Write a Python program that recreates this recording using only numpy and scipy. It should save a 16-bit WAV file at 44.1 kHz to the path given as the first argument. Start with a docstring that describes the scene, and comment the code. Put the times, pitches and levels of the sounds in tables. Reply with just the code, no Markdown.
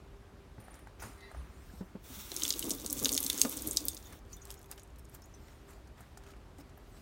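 """Kitchen tap over a steel sink

A tap is opened over a steel sink; a hand breaks the jet into splats, then the tap is shut and drops fall.
The bowl drums under the jet (shaped noise) and an empty glass rings when spray hits it (fading sine tones).
Splats are slaps of noise with short rising bubbles; swells of noise add spatter to the last drops.
Before and after come cloth rustle and scuffing (the same kind of swells), a small metal jingle, soft knocks,
light ticks and a squeak, over the hum and hiss of a quiet kitchen."""
import sys
import numpy as np
from scipy import signal
from scipy.fft import rfft, irfft, next_fast_len
from scipy.io import wavfile
from scipy.ndimage import uniform_filter1d, map_coordinates

SR = 44100
rng = np.random.default_rng(int(sys.argv[2]) if len(sys.argv) > 2 else 0)


def inscribe(sig):
    """Save sig as 16-bit PCM at rate SR to the path in sys.argv[1].

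    A 1-D sig is mono; a 2-D sig holds one channel per row.
    Samples are clipped to [-1, 1] before scaling.
    """
    pcm = np.round(np.clip(np.atleast_2d(sig).T, -1, 1) * 32767)
    wavfile.write(sys.argv[1], SR, pcm.astype(np.int16))


N = 309449
TIME = np.arange(N) / SR  # seconds


def amp(db):
    """Turn dB into gain."""
    return 10 ** (np.asarray(db) / 20)


def unit(x):
    """Scale to an rms of 1."""
    return x / np.sqrt(np.mean(x ** 2, axis=-1, keepdims=True) + 1e-20)


def along(points, hz):
    """Read a curve of (Hz, value) points on a log frequency axis."""
    f, v = np.transpose(points)
    return np.interp(np.log(hz + 1), np.log(f + 1), v)


def level(rows):
    """Gain per sample from (seconds, dB) rows, practically silent outside them."""
    s, db = np.transpose(rows)
    return amp(np.interp(TIME, s, db, left=-150, right=-150))


def wobble(rate):
    """A smooth random curve through `rate` random points a second."""
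    knots = rng.standard_normal(int(N * rate / SR) + 4)
    return map_coordinates(knots, [TIME * rate])


def filtered(x, response):
    """Shape the spectrum of x by a response that depends on frequency."""
    m = next_fast_len(x.shape[-1] + 4096)  # spare room for the filter's ringing
    spectrum = rfft(x, m) * response(np.fft.rfftfreq(m, 1 / SR))
    return irfft(spectrum, m)[..., :x.shape[-1]]


def peak(f, hz, width_hz):
    """One resonance that rings on after its push, with a top gain of 1."""
    return 1j * f * width_hz / (hz * hz - f * f + 1j * f * width_hz + 1e-9)


def modes(table):
    """Several resonances side by side, with alternating signs."""
    return lambda f: sum((-1) ** k * amp(db) * peak(f, hz, w) for k, (hz, w, db) in enumerate(table))


def rush(response, patchy_db):
    """Noise of rms 1 whose gain varies in random patches of time and frequency."""
    z = signal.stft(rng.standard_normal(N), nperseg=512)[2]
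    field = uniform_filter1d(rng.standard_normal(z.shape), size=8, axis=0)
    field = uniform_filter1d(field, size=6, axis=1)
    patches = amp(patchy_db * field / field.std())
    x = signal.istft(z * patches, nperseg=512)[1][:N]
    return unit(filtered(x, response))


def placed(times, sounds):
    """Add up rows of sound at their start times."""
    at = np.round(np.asarray(times) * SR).astype(int)[:, None] + np.arange(sounds.shape[1])
    return np.bincount(at.ravel(), sounds.ravel(), N + SR)[:N]


def rung(events, table, narrow_db):
    """Each blow rings all modes; those far from its favoured pitch lose narrow_db an octave."""
    s, db, favoured_hz = np.transpose(events)[..., None]
    t = np.arange(SR // 3) / SR
    octaves_off = np.abs(np.log2(np.transpose(table)[0] / favoured_hz))
    luck_db = rng.normal(0, 3.0, octaves_off.shape)
    attack = 1 - np.exp(-t / 0.00024)
    rings = []
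    for hz, gain_db, t60 in table:
        blur = 0.79 * wobble(201)[:len(t)]  # wet or swinging, the ring is blurred
        rings.append(amp(gain_db - 60 * t / t60) * np.sin(2 * np.pi * hz * t + blur) * attack)
    return placed(s[:, 0], amp(db + luck_db - narrow_db * octaves_off) @ np.array(rings))


# Spectrum of the still kitchen. Each row: frequency in Hz, relative level in dB per Hz.
ROOM_SPECTRUM = [(15, -39), (25, -2), (49, -0.5), (72, -2.5), (161, -13.5), (199, -14.5), (391, -16),
                 (447, -21), (526, -21), (570, -20), (788, -23), (1180, -25), (2080, -31), (14100, -48.5),
                 (15700, -54)]
# Appliance hum. Each row: frequency in Hz, width in Hz, rms level in dB.
HUM_BANDS = [(43.5, 8, -62), (58.5, 2.3, -61), (396, 2, -68.5)]
ROOM_DB = -53.5  # rms


def kitchen():
    """Broad noise gives hiss and rumble; narrow bands of noise give a wavering hum."""
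    sound = amp(ROOM_DB) * rush(lambda f: amp(along(ROOM_SPECTRUM, f)), patchy_db=1.0)
    for hz, width_hz, db in HUM_BANDS:
        sound = sound + amp(db) * rush(lambda f: peak(f, hz, width_hz), patchy_db=2.0)
    return sound


# Soft blows. Each row: start in seconds, level in dB, pitch in Hz, time to fade by 60 dB in seconds,
# level of overtone and puff in dB against the ring, rise in cycles of the pitch.
KNOCK_BLOWS = [(0.578, -41.5, 109, 0.15, -8.5, .4), (1.04, -45, 111.6, 0.3, -5.5, 0.36),
               (1.368, -29, 62.7, 0.3, -29, 1), (1.376, -52, 81.5, 0.66, -4.5, 1),
               (1.736, -34.5, 200, 0.032, -24, .4), (1.808, -30.5, 191, 0.08, -12.5, 0.23),
               (1.951, -32, 200, 0.06, -10, 0.42), (2.101, -41.5, 255, 0.086, -21, 0.66),
               (2.171, -47, 205, 0.22, -14, 0.6), (2.317, -40, 360, 0.064, -10.5, 0.47),
               (3.061, -34.5, 446, 0.051, -8, 0.51), (3.449, -28, 247, 0.08, -8.5, .3),
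               (3.449, -40.5, 623, 0.052, 2, 0.29), (3.672, -34, 111, 0.067, -7, 0.3),
               (5.998, -41.5, 110, 0.11, -12, 0.46), (6.585, -47, 287, 0.21, -11.5, 0.36)]


def knocks():
    """Soft blows on cupboard, tap and bowl: a low ring, an overtone and a puff of noise above it."""
    s, db, hz, t60, puff_db, rise = np.transpose(KNOCK_BLOWS)[..., None]
    t = np.arange(SR // 3) / SR
    noise = rng.standard_normal((len(s), len(t)))
    puff = unit(filtered(noise, lambda f: peak(f, 2.2 * hz, 2.5 * hz) ** 2))
    overtone = np.sin(2 * np.pi * 1.95 * hz * t)
    ring = np.sin(2 * np.pi * hz * t) + amp(puff_db) * (overtone + puff)
    envelope = amp(db - 60 * t / t60) * (1 - np.exp(-t * hz / rise))
    return placed(s[:, 0], envelope * ring)


# Things lightly touched. Each row: start in seconds, level in dB, pitch of the dull tone in Hz,
# relative level of the bright part in dB, centre of the bright part in Hz.
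TICK_TOUCHES = [(0.581, -46.5, 855, -31, 6000), (0.601, -59, 1090, -1, 9400),
                (0.682, -39.5, 750, -23, 9400), (0.741, -54.5, 762, 1.5, 6900), (0.752, -55, 940, -1, 9300),
                (0.791, -53, 1060, -4.5, 9500), (0.871, -41, 877, -18.5, 6900),
                (0.996, -47.5, 1430, -19, 8300), (1.022, -36, 834, -8, 9200), (1.037, -35, 750, -19, 9400),
                (1.059, -53, 910, -12, 9500), (1.206, -54, 2080, -1, 4000), (1.314, -40.5, 720, -16, 9500),
                (1.347, -38, 690, -29, 9400), (1.417, -52, 1150, -27, 9500), (5.706, -57.5, 1195, 0, 9500),
                (5.732, -55, 1340, -4.5, 7870), (5.873, -58.5, 728, -0.5, 6130),
                (5.981, -56.5, 1194, -20, 7000), (6.006, -45, 777, -6.5, 9700),
                (6.173, -42, 783, -6.5, 6600), (6.236, -53.5, 703, -3, 4300),
                (6.264, -49.5, 1430, -9, 7200), (6.273, -54, 1200, -5, 4300), (6.287, -62, 713, 2, 6100),
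                (6.304, -54.5, 1360, -0.5, 4200), (6.315, -58, 877, 1, 4100), (6.336, -49, 1290, -20, 5600),
                (6.364, -53.5, 697, -8.5, 4400), (6.583, -55.5, 700, 1, 7400), (6.599, -56, 703, -9, 6240),
                (6.694, -54, 730, -9.5, 5980), (6.775, -47.5, 730, -8.5, 12900)]
TICK_T60_S = 0.035  # fade of the bright part; the dull tone fades faster still


def ticks():
    """Light contacts: a short dull tone of three sines and a bright scratch of noise."""
    s, db, hz, bright_db, bright_hz = np.transpose(TICK_TOUCHES)[..., None]
    t = np.arange(SR // 15) / SR
    noise = rng.standard_normal((len(s), len(t)))
    dull = np.sin(2 * np.pi * hz * t)
    dull += 0.76 * np.sin(2 * np.pi * 1.78 * hz * t)
    dull += .5 * np.sin(2 * np.pi * 2.21 * hz * t)
    dull *= 1.3 * amp(-60 * t / .025)  # wood and plastic stop ringing almost at once
    bright = unit(filtered(noise, lambda f: peak(f, bright_hz, 6600) ** 2))
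    envelope = amp(db - 60 * t / TICK_T60_S) * (1 - np.exp(-t / 0.00074))
    return placed(s[:, 0], envelope * (dull + amp(bright_db) * bright))


# Swells of noise: cloth rustle and scuffing before and after, spatter of single drops from 4.3 to 5.2 s.
# Each row: time of the peak in seconds, bright level in dB, dull level in dB, rise in seconds,
# fall in seconds.
NOISE_SWELLS = [(0.6, -78, -63.5, .02, 0.37), (0.744, -74, -61.5, .15, 0.19),
                (1.001, -55.5, -62, 0.0078, 0.056), (1.029, -52, -50.5, 0.031, 0.19),
                (1.356, -72.5, -60, .3, 0.58), (1.752, -61.5, -85, .4, .25), (4.13, -71, -57.5, .2, .06),
                (4.33, -58, -71.5, .05, .05), (4.505, -59.5, -61.5, .2, 0.13), (4.721, -53, -54, .04, .035),
                (4.781, -57.5, -57.5, .01, .04), (5.149, -52.5, -77, .035, .035),
                (5.5, -67, -67.5, .5, 0.35), (5.69, -62.5, -66, .04, .2), (5.98, -66, -61.5, .02, 0.27),
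                (6.3, -68, -64, .2, 0.073), (6.61, -58.5, -73.5, .05, 0.02), (6.98, -64, -71.5, .3, 0.37)]
# Spectrum of the bright noise. Each row: frequency in Hz, relative level in dB per Hz.
BRIGHT_SPECTRUM = [(1500, -4), (3000, -7.5), (6100, -4), (9000, -4.5), (10600, -14), (13000, -5.5),
                   (15700, -11)]
SWELL_SPAN_DB = 25  # level lost over one rise or fall time


def rustle_and_spatter():
    """Patchy bright noise and duller noise swell and fade together: rustle and scuffing, or spatter."""
    s, bright_db, dull_db, rise, fall = np.transpose(NOISE_SWELLS)
    late = TIME[:, None] - s
    swell = amp(-SWELL_SPAN_DB * np.maximum(-late / rise, late / fall))
    bright = rush(lambda f: amp(along(BRIGHT_SPECTRUM, f)), patchy_db=4.0)
    dull = rush(lambda f: peak(f, 950, 1700) ** 2, patchy_db=1.5)
    return swell @ amp(bright_db) * bright + swell @ amp(dull_db) * dull


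# Blows on the metal piece. Each row: start in seconds, level in dB, pitch in Hz that the blow favours.
JINGLE_BLOWS = [(.601, -51, 10900), (.64, -56, 10500), (.707, -60, 9400), (.75, -58, 9400),
                (.81, -72, 9400), (1.027, -45, 9500), (1.06, -65, 9400), (1.12, -66, 9400),
                (1.18, -63, 9400), (1.232, -67, 9400), (1.316, -61, 9400), (1.372, -60.5, 9400)]
# Tones of a small metal piece. Each row: pitch in Hz, level in dB, time to fade by 60 dB in seconds.
METAL_TONES = [(9430, -7, 0.35), (9500, -11, 0.11), (9500, 0, 0.044), (13300, -5, 0.16)]


def jingle():
    """Small metal rings in high tones; it swings, so its level flutters."""
    return amp(3.9 * wobble(70.7)) * rung(JINGLE_BLOWS, METAL_TONES, narrow_db=36)


# Tones of a rubbed thing that sings. Each row: pitch in Hz, level in dB before the swell.
SQUEAK_TONES = [(1884, -65), (2051, -62), (2638, -76), (3580, -78), (3962, -71), (4086, -75), (4468, -76),
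                (4840, -78), (5500, -79)]
# Swell of the squeak. Each row: time in seconds, gain in dB.
SQUEAK_GAIN = [(1.16, -16), (1.185, -1), (1.21, -3), (1.23, 5.5), (1.28, 3), (1.31, -5), (1.36, -16)]


def squeak():
    """A few unrelated, slightly unsteady tones swell and fade together."""
    tones = np.zeros(N)
    for hz, db in SQUEAK_TONES:
        strength = amp(db + 2.5 * wobble(40))
        shaky_time = TIME + .0002 * wobble(25)
        tones += strength * np.sin(2 * np.pi * hz * shaky_time + 1.2 * wobble(80))
    return level(SQUEAK_GAIN) * tones


# Hiss of the jet as it opens, flows and shuts. Each row: time in seconds, level in dB.
JET_LEVEL = [(1.99, -84), (2.045, -55.5), (2.19, -44.5), (2.25, -48.5), (2.45, -43), (2.55, -47),
             (2.68, -45.5), (2.8, -52), (2.9, -51), (3.07, -41.5), (3.12, -46), (3.45, -43), (3.55, -46.5),
             (3.85, -51), (4, -59), (4.17, -60.5), (4.21, -77.5)]
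# Spectrum of the spray. Each row: frequency in Hz, relative level in dB per Hz.
SPRAY_SPECTRUM = [(410, -58.5), (700, -14.5), (908, -2.5), (1080, -7.5), (1630, -6.5), (1740, -11.5),
                  (2140, -5), (2320, -7), (3560, -8), (4800, -8), (5060, -10), (5620, -1.5), (10600, -5),
                  (12900, -5.5), (15700, 1)]
# Air ringing in spout and aerator. Each row: frequency in Hz, width in Hz, level in dB.
SPOUT_MODES = [(1190, 210, 0.5), (3550, 340, 7), (5500, 1300, -9.5), (13100, 1400, -7.5)]


def jet():
    """The jet hisses smoothly: noise with the spray's spectrum, lifted where the spout's air rings."""
    strength = level(JET_LEVEL) * amp(1.2 * wobble(50))
    spout = modes(SPOUT_MODES)
    spray = rush(lambda f: amp(along(SPRAY_SPECTRUM, f)) * (1 + 1.2 * np.abs(spout(f))), patchy_db=.8)
    return strength * spray


# The jet in bowl and drain. Each row: time in seconds, level in dB, hollow note of the drain in Hz.
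DRUMMING = [(2.29, -83, 320), (2.32, -53.5, 313), (2.62, -50, 303), (2.68, -43, 308), (2.82, -52.5, 285),
            (3.064, -40.5, 275), (3.15, -46.5, 275), (3.43, -47, 277), (3.46, -36, 265), (3.55, -49, 292),
            (3.856, -49, 300), (4.05, -70, 300), (4.13, -55, 285), (4.2, -63, 300)]
# Low resonances of the bowl. Each row: frequency in Hz, width in Hz, level in dB.
BOWL_MODES = [(120, 20, -6), (225, 81, -1), (415, 240, 1.5), (540, 360, -2.5), (1180, 94, -10)]
SURGE_DB, HOLLOW_SWAY = 1.3, .03  # typical surge of the flow; typical sway of the hollow note, as a share


def bowl():
    """The uneven jet drums on sheet steel and blows across the drain, whose hollow note glides."""
    rows = np.array(DRUMMING)
    lumps = amp(3.6 * wobble(60))
    low_steel = modes(BOWL_MODES)
    sheet = unit(filtered(lumps * rng.standard_normal(N), lambda f: low_steel(f) * peak(f, 300, 900)))
    hollow_hz = np.interp(TIME, rows[:, 0], rows[:, 2])  # moves with the water
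    hollow_hz = hollow_hz * (1 + HOLLOW_SWAY * wobble(20))
    turn = 2 * np.pi * np.cumsum(hollow_hz) / SR
    # two random strengths on sine and cosine make narrow noise on a gliding centre
    drain = unit(lumps * (wobble(70) * np.sin(turn) + wobble(70) * np.cos(turn)))
    surge = amp(SURGE_DB * wobble(22))
    return level(rows[:, :2]) * surge * (amp(-4) * sheet + amp(-2) * drain)


def bursts(db, centre_hz, spread, bubble_hz, t60):
    """A splat is a slap of noise around its centre and a short rising bubble, one row each."""
    t = np.arange(SR // 25) / SR
    noise = rng.standard_normal((len(db), len(t)))
    fade = amp(-60 * t / t60) + amp(-5.5 - 60 * t / 0.042)  # slap, then spray
    shape = (1 - np.exp(-t / 0.0011)) * fade
    shape = shape + 1.6 * np.exp(-((t - .001) / .0005) ** 2)  # the drop lands flat with a snap

    def tone(f):
        less_bass = f ** 4 / (f ** 4 + 1800 ** 4)
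        return peak(f, centre_hz, 4.7 * spread * centre_hz) ** 3 * less_bass

    slap = filtered(noise * shape, tone)
    cycles = bubble_hz * t
    bubble = np.sin(2 * np.pi * cycles * (1 + 0.00075 * cycles))  # pitch rises
    bubble = bubble * np.exp(-cycles / 7) * (1 - np.exp(-cycles / 1.2))
    both = slap / np.abs(slap).max(axis=1, keepdims=True) + 0.53 * bubble
    return amp(db) * both / np.abs(both).max(axis=1, keepdims=True)


# Splats and larger drops. Each row: start in seconds, peak in dB before the steel colours it,
# starting pitch of the bubble in Hz, spread of the slap (roughly octaves).
SPLAT_HITS = [(2.3171, -24.5, 4040, .54), (2.3643, -19.5, 6500, .33), (2.3966, -30.5, 6370, .54),
              (2.4208, -22, 3100, .52), (2.4343, -15.5, 6500, .27), (2.4512, -20.5, 3410, .59),
              (2.4626, -28, 7000, .76), (2.479, -19.5, 5730, .53), (2.4886, -24.5, 8400, .61),
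              (2.493, -22.5, 8480, .69), (2.5046, -14, 4500, .3), (2.5249, -24.5, 5560, .21),
              (2.538, -28, 3940, .45), (2.593, -18.5, 9500, .48), (2.626, -25, 2970, .51),
              (2.6416, -30, 8100, .28), (2.6953, -22, 10980, .78), (2.7061, -16.5, 5800, .26),
              (2.7135, -23, 7000, .15), (2.7495, -28.5, 12600, .77), (2.862, -20, 6430, .35),
              (2.8996, -24.5, 6750, .19), (2.9063, -23.5, 9050, .27), (2.9277, -14, 15000, .67),
              (2.9912, -28.5, 6500, .22), (2.9982, -25, 9860, .41), (3.0278, -24, 9300, .27),
              (3.0366, -21.5, 15000, .37), (3.0461, -14, 6240, .27), (3.0564, -13.5, 3610, 0.6),
              (3.0916, -17.5, 4620, .55), (3.1191, -19.5, 9000, .47), (3.1272, -18, 6660, .14),
              (3.135, -22, 9000, .57), (3.1432, -20, 8500, .24), (3.15, -20, 5540, .46),
              (3.165, -21.5, 6300, .2), (3.1771, -14.5, 4370, .56), (3.2039, -17.5, 13700, .2),
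              (3.2288, -23, 9300, .63), (3.2384, -23.5, 6290, .26), (3.2459, -21, 11460, .25),
              (3.2636, -19.5, 6100, .38), (3.2994, -13, 3540, 1.06), (3.3292, -23, 6500, .7),
              (3.3772, -27, 6300, .48), (3.396, -23.5, 8050, .37), (3.4154, -3.5, 6360, .44),
              (3.4348, -26, 6400, .23), (3.449, -28.5, 4730, .64), (3.495, -24.5, 13000, .3),
              (3.511, -30.5, 8600, .12), (3.5703, -27.5, 8870, .2), (3.6208, -25.5, 9000, .29),
              (3.6732, -19, 11100, .26), (3.6855, -27, 9000, .3), (3.7102, -21, 8100, .13),
              (3.731, -29, 11200, .3), (3.7634, -29, 7800, .24), (3.7705, -12, 5800, .26),
              (3.7784, -30, 8150, .37), (3.853, -22.5, 14300, .18), (3.8835, -15.5, 8600, .4),
              (3.9465, -32.5, 11200, .55), (3.9678, -33, 4600, .15), (3.9748, -34, 6920, .43),
              (4.07, -45, 6500, .55), (4.1312, -47.5, 2080, .76), (4.3295, -42, 6070, .18),
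              (4.367, -42.5, 13310, .92), (4.453, -38, 7840, .75), (4.4716, -45, 5670, .64),
              (4.504, -32, 5240, .52), (4.5127, -32, 11020, .63), (4.5234, -41.5, 6640, .79),
              (4.541, -41.5, 6700, .91), (4.615, -47, 8000, 0.32), (4.6287, -47, 8300, .3),
              (4.643, -49, 3440, .78), (4.7136, -30.5, 9000, .4), (4.7245, -40.5, 2630, 1.1),
              (4.778, -44, 3050, .9), (4.7957, -45.5, 6600, .27), (4.833, -44.5, 9430, .15),
              (4.9852, -46, 14000, .67), (4.9939, -46.5, 10980, .18), (5.0524, -49, 6700, .2),
              (5.096, -49.5, 10600, .2), (5.1481, -34.5, 13300, .23), (5.2198, -48.5, 6680, .47),
              (5.2579, -50.5, 10770, .3), (5.4825, -48.5, 2020, .62)]
# How densely small drops fall. Each row: time in seconds, drops per second.
PATTER_RATE = [(2.28, 0), (2.4, 210), (3.8, 210), (4.05, 70), (4.17, 60), (4.2, 0), (4.26, 70), (4.9, 50),
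               (5.6, 0)]
# High resonances of the bowl. Each row: frequency in Hz, width in Hz, level in dB.
STEEL_MODES = [(2280, 180, -8), (2760, 130, -13.5), (3730, 510, -0.5), (4257, 210, -18.5), (6550, 380, 0.5),
               (8370, 150, 2.5), (10100, 96, -4.5), (10900, 59, -15), (12300, 2300, -2.5),
               (14700, 170, -11)]
SLAP_HZ, SLAP_FOLLOWS = 7360, 0.96  # centre of a slap's noise, and how far (power) it follows the bubble
DRIP_BASE_DB, DRIP_FADE_DB_PER_S = -65, 4  # drips after the jet, before random size, and how they dwindle


def splashes():
    """Large splats and a random patter of small drops, coloured by the ringing steel."""
    s, db, bubble_hz, spread = np.transpose(SPLAT_HITS)[..., None]
    centre_hz = SLAP_HZ * (bubble_hz / SLAP_HZ) ** SLAP_FOLLOWS
    big = placed(s[:, 0], bursts(db, centre_hz, spread, bubble_hz, t60=0.011))

    # the running count of drops gives each drop its time
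    count = np.cumsum(np.interp(TIME, *np.transpose(PATTER_RATE))) / SR
    luck = rng.random((int(count[-1]), 5)).T[..., None]
    s = np.interp(np.arange(luck.shape[1]) + luck[0, :, 0], count, TIME)
    drip_db = DRIP_BASE_DB - DRIP_FADE_DB_PER_S * (s - JET_LEVEL[-1][0])
    jet_db = np.interp(s, *np.transpose(JET_LEVEL))
    flow_db = np.where(s < JET_LEVEL[-2][0], jet_db, drip_db)
    size_db = flow_db[:, None] + 3.5 + 14 * luck[1] ** 2  # more flow, larger drops
    centre_hz = 5000 * 2.8 ** luck[2]
    bubble_hz = centre_hz * (.8 + .4 * luck[4])
    small = placed(s, bursts(size_db, centre_hz, .15 + .4 * luck[3], bubble_hz, t60=.012))

    steel = modes(STEEL_MODES)
    return filtered(big + small, lambda f: 0.88 + 0.61 * np.abs(steel(f)))


# Direct hits on the glass. Each row: start in seconds, level in dB, pitch in Hz that the spot favours.
GLASS_HITS = [(3.893, -48, 3580), (3.915, -48.5, 6560), (3.945, -59, 9000), (4.055, -55.5, 6740),
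              (4.06, -58, 3580), (4.37, -61, 3580), (4.575, -63, 6800), (4.6, -66, 5200), (4.8, -63, 6860),
              (4.99, -64, 5230), (4.33, -53.5, 6020), (4.332, -54, 7000), (4.418, -54, 6640),
              (4.57, -60, 5200), (5.222, -57, 5250), (5.24, -60, 6900), (5.34, -58.5, 5900)]
# Tones of the empty glass. Each row: pitch in Hz, level in dB, time to fade by 60 dB in seconds.
GLASS_TONES = [(3580, 2, 0.1), (5360, -2, 0.1), (6040, 5.5, 0.099), (6060, 3, 0.054), (6600, 4.5, 0.062),
               (6940, 2, 0.069), (9000, 16, 0.055)]


def glass():
    """Spray hits the glass, which rings mostly in the tones near the pitch that the spot favours."""
    return rung(GLASS_HITS, GLASS_TONES, narrow_db=72)


def walls(x, t60, wet_db):
    """Add a short tail of fading noise, as from the bowl and the tiles."""
    t = np.arange(SR // 4) / SR
    tail = rng.standard_normal(len(t)) * amp(-60 * t / t60) * (t > .002)
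    return x + amp(wet_db) * signal.fftconvolve(x, tail / np.linalg.norm(tail))[:N]


def scene():
    """Splashes, knocks, ticks, glass and jingle share the tail; the rest is added without it."""
    near = splashes() + knocks() + ticks() + glass() + jingle()
    echoing = walls(near, t60=.15, wet_db=-13.5)
    return (echoing + bowl() + jet() + rustle_and_spatter() + squeak() + kitchen())[None]


TOP_HZ = 15850  # nothing is kept from here up


def record(dry):
    """Weaken the deepest bass and cut everything above the band limit."""
    return filtered(dry, lambda hz: (hz < TOP_HZ) / (1 + (34 / (hz + 1)) ** 6))


dry = scene()
out = record(dry)
inscribe(out)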